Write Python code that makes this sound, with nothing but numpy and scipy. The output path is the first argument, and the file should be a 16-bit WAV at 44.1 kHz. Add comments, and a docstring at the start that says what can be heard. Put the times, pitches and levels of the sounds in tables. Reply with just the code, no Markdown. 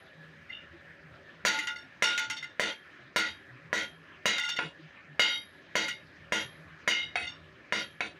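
"""Hammer and anvil in an open forge

A hand hammer works a hot steel bar. Each blow is a burst of noise plus dying tones of bar, anvil
and hammer head; the bar hops and lands again with smaller knocks. Some taps hit the bare anvil.
The shed answers with fading noise echoes. Behind it a blower hisses and hums, made of shaped noise.
Soft low tones thud, some somewhere off, two as the deep thump of the first blow and its landing.
A phone's limiter squeezes every blow into a plateau."""
import sys
import numpy as np
from scipy import signal
from scipy.fft import rfft, irfft
from scipy.io import wavfile

SR = 44100
rng = np.random.default_rng(int(sys.argv[2]) if len(sys.argv) > 2 else 0)


def persist_wave(psi):
    """Save psi, clipped to +-1, as 16-bit WAV."""
    counts = np.round(np.clip(psi, -1, 1) * 32767).astype(np.int16)
    wavfile.write(sys.argv[1], SR, np.atleast_2d(counts).T)


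def linear_from_db(decibels):
    """Turn decibels (scalar or array-like) into linear amplitude factors; 0 gives 1."""
    return 10 ** (np.asarray(decibels, float) / 20)


N = 361179      # length in samples

# Levels are those ahead of the limiter. Ring times are for a fall of 60 dB, before each strike's share.
# Hammer blows. Each row: start in seconds, crack level in dB, ring level of the bar flatwise in dB,
# and edgewise in dB, ring level of the hammer in dB, seconds until the bar rests.
BLOWS = [(1.4505, -0.5, -4, -33, -26, 0.81), (2.0228, 0.5, -3, -28, -49, 0.29),
         (2.596, -8, -13, -26, -39.5, 0.13), (3.161, -4, -16, -8, -38, 0.21),
         (3.729, -11, -33, -37, -36.5, 0.083), (4.2562, -2.5, -22, -1.5, -63, 0.3),
         (5.1947, 3.5, -11, 10.5, -21.5, .24), (5.754, -8, -17, -7.5, -34.5, 0.35),
         (6.322, -12, -12, -11.5, -30.5, 0.1), (6.8762, -3, -14.5, 0, -50, 0.3),
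         (7.7235, -13.5, -12, -8, -35, 0.088)]
# The bar lands on the anvil. Each row: start in seconds, knock level in dB, ring level in dB,
# strongest pitch in Hz, fall away from that pitch in dB per octave.
LANDINGS = [(.490, -73, -45, 1900, 13), (.516, -65, -32.5, 3000, 44), (1.466, 1.5, -24, 2100, -9),
            (1.588, -18.5, -21, 2050, 14), (1.671, -26, -24.5, 1650, 10.5), (1.756, -53, -46.5, 2470, 0),
            (2.037, -7, 1.5, 2100, 0), (2.177, -10, -14, 1430, 10), (2.299, -25.5, -31, 4670, 1),
            (2.366, -40, -35, 4270, 13), (2.426, -39.5, -40.5, 2150, 5), (2.954, -71, -45.5, 1500, 46),
            (3.774, -21, -26, 2100, 8), (4.381, -17.5, -17.5, 2760, 5.5), (4.435, -31, -26.5, 2130, 1.5),
            (4.489, -27, -24, 3520, 10), (4.562, -37, -28, 2820, 15), (5.225, -11, 7.5, 2970, 20),
            (5.882, -26, -28, 3920, 5.5), (6.904, -44, -6, 2900, 14.5), (7.225, -54, -35, 2320, 10.5),
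            (7.265, -61, -36.5, 4000, 11.5)]
# Bending tones of the bar lying flat: pitches in Hz; then each row: level in dB, ring time in seconds.
BAR_HZ = [877, 1425, 2064, 2810, 3600, 4483, 5490, 6570, 7770, 9000, 10370, 11710]
BAR_LEVELS = [(-7.5, 0.5), (-5, 0.51), (14, 0.11), (-1, 0.32), (-2.5, 0.32), (-5, 0.21), (-7, 0.31),
              (-7, 0.2), (-25.5, 0.44), (-29, 0.21), (-30, 0.4), (-54, 0.27)]
# Bending tones across its other side: pitches in Hz; then each row: level in dB, ring time in seconds.
EDGE_HZ = [1437, 2124, 2895, 3762, 4768, 5803, 6977, 8177, 9475]
EDGE_LEVELS = [(-4.5, 0.14), (-1, 0.4), (-1, 0.36), (-14, 0.53), (-16, 0.43), (-26, 0.46), (-23, 0.21),
               (-40, 0.4), (-37, 0.23)]
# Tones of the anvil: pitches in Hz; then each row: level in dB, ring time in seconds.
ANVIL_HZ = [1937, 3205, 3917, 5873, 6368, 9245, 10650]
ANVIL_LEVELS = [(7, .25), (-7.5, 0.53), (-13.5, 0.36), (-4, 0.3), (-33, 0.15), (-22.5, 0.34), (-32, 0.091)]
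# Tones of the hammer head: pitches in Hz; then each row: level in dB, ring time in seconds.
HAMMER_HZ = [11236, 13150, 14600]
HAMMER_LEVELS = [(-10, 1), (-22, 0.5), (0, .1)]
# Crowded upper tones of the steel. Each row: pitch in Hz, level in dB, ring time in seconds.
UPPER = [(6900, 13, .19), (6800, -11, 0.27), (7050, 6, .2), (8210, -10, .3), (8700, -5, 0.14),
         (9130, -14, .3), (9520, -12, .3), (10600, -7, 0.27), (10660, -23, .2), (12050, -16, .15),
         (13900, -12, .12), (14290, -21, .2), (15380, -15, .15)]
# Short tones of the contact and the stump under the anvil.
# Each row: pitch in Hz, level in dB, ring time in seconds.
STUMP = [(219, -8, 0.079), (325.4, -15.5, 0.18), (470, -3, 0.02), (558, 8.5, 0.025), (977, -0.5, 0.06),
         (1792, 20, 0.01)]


def body(hz, levels):
    """Join pitches and levels into rows of pitch, level and ring time."""
    return np.column_stack([hz, levels])


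FLAT, EDGE = body(BAR_HZ, BAR_LEVELS), body(EDGE_HZ, EDGE_LEVELS)
ANVIL, HEAD = body(ANVIL_HZ, ANVIL_LEVELS), body(HAMMER_HZ, HAMMER_LEVELS)


def rms_one(x):
    """Scale to an rms of 1."""
    return x / np.sqrt(np.mean(x ** 2) + 1e-20)


def at_hz(points, hz):
    """Read a table of pitch and value between its points, along log frequency."""
    table_hz, values = np.array(points).T
    return np.interp(np.log(hz + 1), np.log(table_hz), values)


def drift(rate_hz):
    """Slow random wander with an rms of 1, made at every 40th sample and joined by lines."""
    r = np.exp(-80 * np.pi * rate_hz / SR)
    white = rng.standard_normal(N // 40 + 2002)
    slow = signal.lfilter([1], [1, -2 * r, r * r], white)[2000:]      # without the filter's start
    return np.interp(np.arange(N) / 40, np.arange(len(slow)), rms_one(slow))


def bands(length):
    """Third-octave bands of noise, each with its centre in Hz."""
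    edges = 25 * 2 ** np.arange(0, 9.6, 1 / 3)
    white = rng.standard_normal((2, length))      # neighbours take turns with two noises
    for k, (low, high) in enumerate(zip(edges, edges[1:])):
        sos = signal.butter(2, [low, high], "band", fs=SR, output="sos")
        yield np.sqrt(low * high), signal.sosfilt(sos, white[k % 2])


def add(out, s, sound):
    """Lay a sound in at time s."""
    at = round(s * SR)
    out[at:at + len(sound)] += sound[:N - at]


def whistle(hz, width_hz, db):
    """Noise through one narrow resonance gives a wavering tone; its strength drifts too."""
    r = np.exp(-np.pi * width_hz / SR)
    poles = [1, -2 * r * np.cos(2 * np.pi * hz / SR), r * r]
    tone = signal.lfilter([1, 0, -1], poles, rng.standard_normal(N))
    return linear_from_db(db + 2.6 * drift(6.4)) * rms_one(tone)


def blower():
    """Moving air gives broad hiss with flickering bands; a faint motor hum and whistles join it."""
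    # Colour of the hiss. Each row: pitch in Hz, relative level in dB.
    hiss_colour = [(24, -72.5), (40, -18), (146, -4.5), (248, -5), (313, 1), (496, -16.5), (557, -5.5),
                   (864, -13), (1770, -2), (1980, -10.5), (2390, -5.5), (3220, -17.5), (3700, -16.5),
                   (7000, -35), (10000, -90), (22000, -120)]
    # Hum of the motor. Each row: pitch in Hz, width in Hz, level in dB before the waver.
    hum_tones = [(83, 22, -67), (158, 3.9, -67), (240, 6.5, -83.5), (320, 2.7, -80), (387.5, 7.2, -73.5),
                 (483, 4.2, -79.5), (558, 2.1, -73), (603, 3.6, -80.5)]
    # The hum wavers. Each row: time in seconds, gain in dB.
    hum_waver = [(0, 1), (1.4, 3.5), (2.001, -8), (2.7, -9.5), (3.5, 0), (4.5, -2.5), (5.2, -4), (6.0, 3.5),
                 (7.0, 3.5), (8.19, 1.5)]
    # Whistling resonances of the air stream. Each row: pitch in Hz, width in Hz, middle level in dB.
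    air_tones = [(1696, 44, -63.5), (1800, 7.3, -67.5), (2293, 120, -74)]
    together = 0.5 * drift(0.78)      # dB, shared by all bands
    hiss = sum(band * linear_from_db(at_hz(hiss_colour, hz) + together + 3.17 * drift(8.2)) for hz, band in bands(N))
    hiss = signal.sosfilt(signal.butter(6, 7300, fs=SR, output="sos"), hiss)
    waver = linear_from_db(np.interp(np.arange(N) / SR, *np.transpose(hum_waver)))
    hum = waver * sum(whistle(*row) for row in hum_tones)
    return linear_from_db(-56) * rms_one(hiss) + hum + sum(whistle(*row) for row in air_tones)


def ring(modes, level_db, share=0.65, peak_hz=2500, fall_db=0.0, spread_db=1.5, beat=0.93,
         rise_s=0.00058, stop_s=0.38, rest_s=0.31):
    """Struck steel: dying sines of random strength that beat; stop_s chokes the high, rest_s stills all."""
    hz, db, t60 = np.transpose(modes)[:, :, None]
    t = np.arange(round(min(rest_s + .15, .6) * SR), dtype="float32") / SR
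    draw, twin = rng.standard_normal(hz.shape), rng.random((4, *hz.shape))

    def turns(f, start):
        return (2 * np.pi * (f * t + start)).astype("float32")

    octaves_away = np.abs(np.log2(hz / peak_hz))
    strength = linear_from_db(level_db + db - fall_db * octaves_away + spread_db * draw)
    decay = np.log(1000) * t / (t60 * share)
    decay = decay + 35 * np.maximum(t - rest_s, 0)
    decay = decay + 49.0 * np.minimum(hz / 3000, 2) ** 9.3 * np.maximum(t - stop_s, 0)
    slow = turns(6 + 14 * twin[0], twin[1])
    fast = turns(25 + 50 * twin[2], twin[3])
    depth = beat * np.minimum(hz / 2400, 1) ** 2      # lower tones beat less
    throb = 1 + depth * np.cos(slow) + 2 * depth * np.cos(fast)
    tones = np.exp(-decay.astype("float32")) * throb * np.sin(turns(hz, 0))
    return (strength * tones).sum(0) * (1 - np.exp(-t / rise_s)) ** 2


def crack(level_db, length_s, clang_db, clang_s, treble_db=0.0):
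    """A short noise burst, then a rough clang as steel chatters in its crowded tones, high ones dying first."""
    # Colour of the crack. Each row: pitch in Hz, relative level in dB.
    crack_colour = [(30, -53.5), (88, -8), (150, -21.5), (205, -6.5), (475, -14), (905, -6.5), (1190, -6),
                    (1390, 3), (2810, -1), (4580, -8), (5150, -12), (6510, -12.5), (7320, -22.5),
                    (13000, -37.5), (14800, -37), (16000, -37)]
    # Centres of the clang's bands in Hz.
    clang_hz = [2500, 5000, 8500, 14000]
    t, hz = np.arange(8192) / SR, np.fft.rfftfreq(8192, 1 / SR)
    white, centres = rng.standard_normal(len(t)), np.array(clang_hz)[:, None]
    split = np.array([np.interp(np.log(hz + 1), np.log(clang_hz), row) for row in np.eye(len(centres))])
    dying = np.exp(-t / clang_s * (centres / centres[0]) ** 0.46)
    dying = dying * np.cos(np.pi / 2 * t / t[-1])      # reaches zero at the end
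    clang = (irfft(rfft(white) * split) * dying).sum(0)
    burst = white * np.exp(-t / length_s) + linear_from_db(clang_db) * clang
    burst = burst * (1 - np.exp(-t / 0.0016))

    # Peaks of random height at the steel's own pitches
    modes = np.array(BAR_HZ + EDGE_HZ + ANVIL_HZ + HAMMER_HZ + [row[0] for row in UPPER])[:, None]
    widths = 0.0046 * modes + 12
    peaks = (rng.random(modes.shape) ** 2 / (1 + ((hz - modes) / widths) ** 2)).sum(0)
    contrast = 12.3 * (1 + hz / 4000) ** 1.14
    colour = linear_from_db(at_hz(crack_colour, hz) + treble_db * np.log2(1 + hz / 3000))
    colour = colour * np.sqrt((1 + contrast * peaks) / (1 + 0.1 * contrast))
    fold = irfft(np.log(colour)) * np.r_[1, np.full(4095, 2), 1, np.zeros(4095)]
    shape = np.exp(rfft(fold))      # minimum phase: nothing sounds early
    return linear_from_db(level_db) * irfft(rfft(burst) * shape) / np.sqrt(np.sum(irfft(shape) ** 2))


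def earlier_hammer_ring(rings):
    """The hammer head still sings from an earlier blow, in its lowest listed tone."""
    add(rings, 0, ring(HEAD[:1], -60, 0.49, beat=0.21))


def until_next_touch(s):
    """Seconds until the bar next meets steel; landings of -33 dB or softer do not choke its ring."""
    touches = np.sort([row[0] for row in BLOWS + LANDINGS if row[1] > -33] + [N / SR + 1])
    return touches[touches > s + .001][0] - s


def landings(impacts, rings):
    """The bar drops on the anvil tip first, then along its length; it knocks and both bodies ring."""
    for s, knock_db, ring_db, peak_hz, fall_db in LANDINGS:
        # The bar is turned a quarter round between 5 and 7 s
        side, other = (EDGE, FLAT) if 5 < s < 7 else (FLAT, EDGE)
        treble_db = 5 + 0.071 * knock_db      # per octave; softer landings are duller
        share = 0.35 - 0.0078 * knock_db      # softer landings ring longer
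        add(impacts, s, crack(knock_db, 0.0011, 0.5, 0.013, treble_db))
        second_s = s + 0.015 * rng.uniform(0.51, 1.2)
        add(impacts, second_s, crack(knock_db - 3.5, 0.0013, 0.65, 0.0069, treble_db + 6.5))
        add(rings, s, ring(UPPER, knock_db - 33.5, 0.38, beat=0.58, rest_s=.12))
        add(rings, s, ring(side, ring_db, share, peak_hz, fall_db, beat=0.62, rise_s=0.0044,
                           stop_s=until_next_touch(s)))
        add(rings, s, ring(ANVIL, ring_db - 8.5, 0.52, peak_hz, fall_db, beat=0.25, rise_s=0.003,
                           rest_s=0.17))
        add(rings, s, ring(other, ring_db - 9, share, peak_hz, fall_db, beat=0.93, rise_s=0.0066,
                           rest_s=0.3))


def low_thuds():
    """Each thud is a low tone under a bell-shaped swell; fainter ones come at random."""
    # Soft low thuds: some somewhere off, two the deep thump of the first blow and its landing.
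    # Each row: middle in seconds, peak level in dB, pitch in Hz.
    clear_thuds = [(.75, -47.5, 339), (1.057, -50.5, 159), (1.481, -30, 196.6), (1.599, -35.5, 300),
                   (3.039, -55, 130.3), (3.538, -48.5, 126), (3.944, -51.5, 160), (4.653, -39.5, 158),
                   (4.801, -48, 320), (4.848, -47.5, 156), (5.113, -49.5, 147), (6.454, -50.5, 126),
                   (6.73, -51.5, 158)]
    out, t = np.zeros(N), np.arange(N) / SR
    faint = [(u * N / SR, -57 + 3 * (2 * v - 1), 115 + 45 * w) for u, v, w in rng.random((10, 3))]
    for s, db, hz in clear_thuds + faint:
        near = slice(max(round((s - .2) * SR), 0), round((s + .2) * SR))
        swell = np.exp(-((t[near] - s) * hz / 4.8) ** 2)      # half length of 4.8 cycles
        out[near] += linear_from_db(db) * swell * np.sin(2 * np.pi * hz * t[near])
    return out


def blows(impacts, rings):
    """The hammer cracks on the bar, thumps the stump and rings bar, anvil and hammer head."""
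    pinned_hz, pinned_s = 2400, 0.11      # strongest bar pitch after a hop this short
    for s, crack_db, bar_db, edge_db, hammer_db, rest_s in BLOWS:
        # Longer hops ring lower and longer
        bar_hz = pinned_hz * (pinned_s / rest_s) ** 0.55
        share = 0.53 * (rest_s / pinned_s) ** 0.12
        anvil_db = -9.5 + crack_db - 5 * np.log2(rest_s / pinned_s)      # 5 dB less per doubled hop
        add(impacts, s, crack(crack_db, 0.0016, 1.22, 0.035, treble_db=6.5))
        add(impacts, s, ring(STUMP, 0.27 * crack_db, beat=0, rise_s=0.00037, rest_s=0.23))
        add(rings, s, ring(FLAT, bar_db, share, bar_hz, 7.5, beat=0.17, stop_s=until_next_touch(s),
                           rest_s=rest_s))
        add(rings, s, ring(EDGE, edge_db, share, beat=0.24, rest_s=rest_s))
        add(rings, s, ring(UPPER, crack_db - 36.5, 1.0, beat=0.26, rest_s=0.19))
        add(rings, s, ring(ANVIL, anvil_db, 0.65, beat=0.41))
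        # The hammer's high ring comes up gradually behind the crack
        add(rings, s, ring(HEAD, hammer_db, 0.49, spread_db=0, beat=0.12, rise_s=0.031, stop_s=.6,
                           rest_s=.42))


def taps(impacts, rings):
    """The hammer is let fall on the bare anvil face: a shorter crack, a thump and bare steel tones."""
    # Each row: start in seconds, crack level in dB, ring level in dB, stump thump level in dB,
    # treble tilt in dB per octave.
    tap_rows = [(4.589, -4.5, -27, -14.5, -7), (7.156, -2.5, -20.5, -25, -4.5),
                (8.006, -10, -29, -16.5, -0.5)]
    # Tones woken by steel on bare steel: pitches in Hz; then each row: level in dB, ring time in seconds.
    face_hz = [711, 1179, 2218, 2560, 2681, 2719, 3268, 7607, 9254, 10650]
    face_levels = [(16, 0.063), (0.5, 0.022), (14, 0.091), (8, 0.17), (-26, 0.067), (0.5, 0.13),
                   (-18, 0.18), (-27, 0.34), (-18.5, 0.28), (-39, 0.43)]
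    for s, crack_db, ring_db, thump_db, treble_db in tap_rows:
        add(impacts, s, crack(crack_db, 0.0008, -0.63, 0.0085, treble_db))
        add(impacts, s, ring(STUMP, thump_db, beat=0, rise_s=0.00033, rest_s=.1))
        add(rings, s, ring(body(face_hz, face_levels), ring_db, beat=1.0))


def shed(x):
    """Walls return a blur of echoes: noise bands that each die at their own rate."""
    # Echoes of the shed. Each row: pitch in Hz, time to fall 60 dB in seconds.
    echo_times = [(100, 0.17), (400, 0.21), (1500, 0.12), (4000, 0.2), (8000, 0.15), (16000, 0.043)]
    t = np.arange(SR // 2) / SR
    tail = sum(band * linear_from_db(-60 * t / at_hz(echo_times, hz)) for hz, band in bands(len(t)))
    tail = tail * (1 - np.exp(-t / 0.00097)) / np.sqrt(np.sum(tail ** 2))
    echoes = signal.fftconvolve(x, tail)[:N]
    return linear_from_db(-7) * signal.lfilter(*signal.butter(1, 5950, fs=SR), echoes)


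def scene():
    """Steel, echoes and background; the ringing tones of bar, anvil and hammer go to the shed more quietly than
    the impacts and stump thumps."""
    impacts, rings = np.zeros((2, N))
    background = blower()
    earlier_hammer_ring(rings)
    landings(impacts, rings)
    thuds = low_thuds()
    blows(impacts, rings)
    taps(impacts, rings)
    echoes = shed(impacts + linear_from_db(-5.5) * rings)
    return (impacts + rings + echoes + background + thuds)[None]


def low_pass(x):
    """Removes everything above the highest recorded frequency."""
    return signal.sosfilt(signal.butter(12, 16830, fs=SR, output="sos"), x)


def record(dry):
    """Bass and top are cut; the limiter looks ahead by 1.6 ms and lets go at a steady rate."""
    limit_db, squeeze = -33, 0.71      # threshold; share of the excess taken away
    attack_s, ahead_s, release_db_per_s = 0.00095, 0.0016, 288
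    dry = signal.sosfilt(signal.butter(3, 60, "high", fs=SR, output="sos"), dry)
    dry = signal.sosfilt(signal.cheby2(16, 35, 15750, fs=SR, output="sos"), dry)
    t = np.arange(N) / SR
    power = signal.lfilter([.02], [1, -.98], dry[0] ** 2)
    over = squeeze * np.maximum(10 * np.log10(power + 1e-12) - limit_db, 0)
    fall = release_db_per_s * t
    held = np.maximum.accumulate(over + fall) - fall
    r = np.exp(-1 / (attack_s * SR))
    smooth = signal.lfilter([1 - r], [1, -r], held)
    cut_db = np.interp(t + ahead_s, t, smooth)
    return low_pass(dry * linear_from_db(-cut_db))


dry = scene()
out = record(dry)
persist_wave(out)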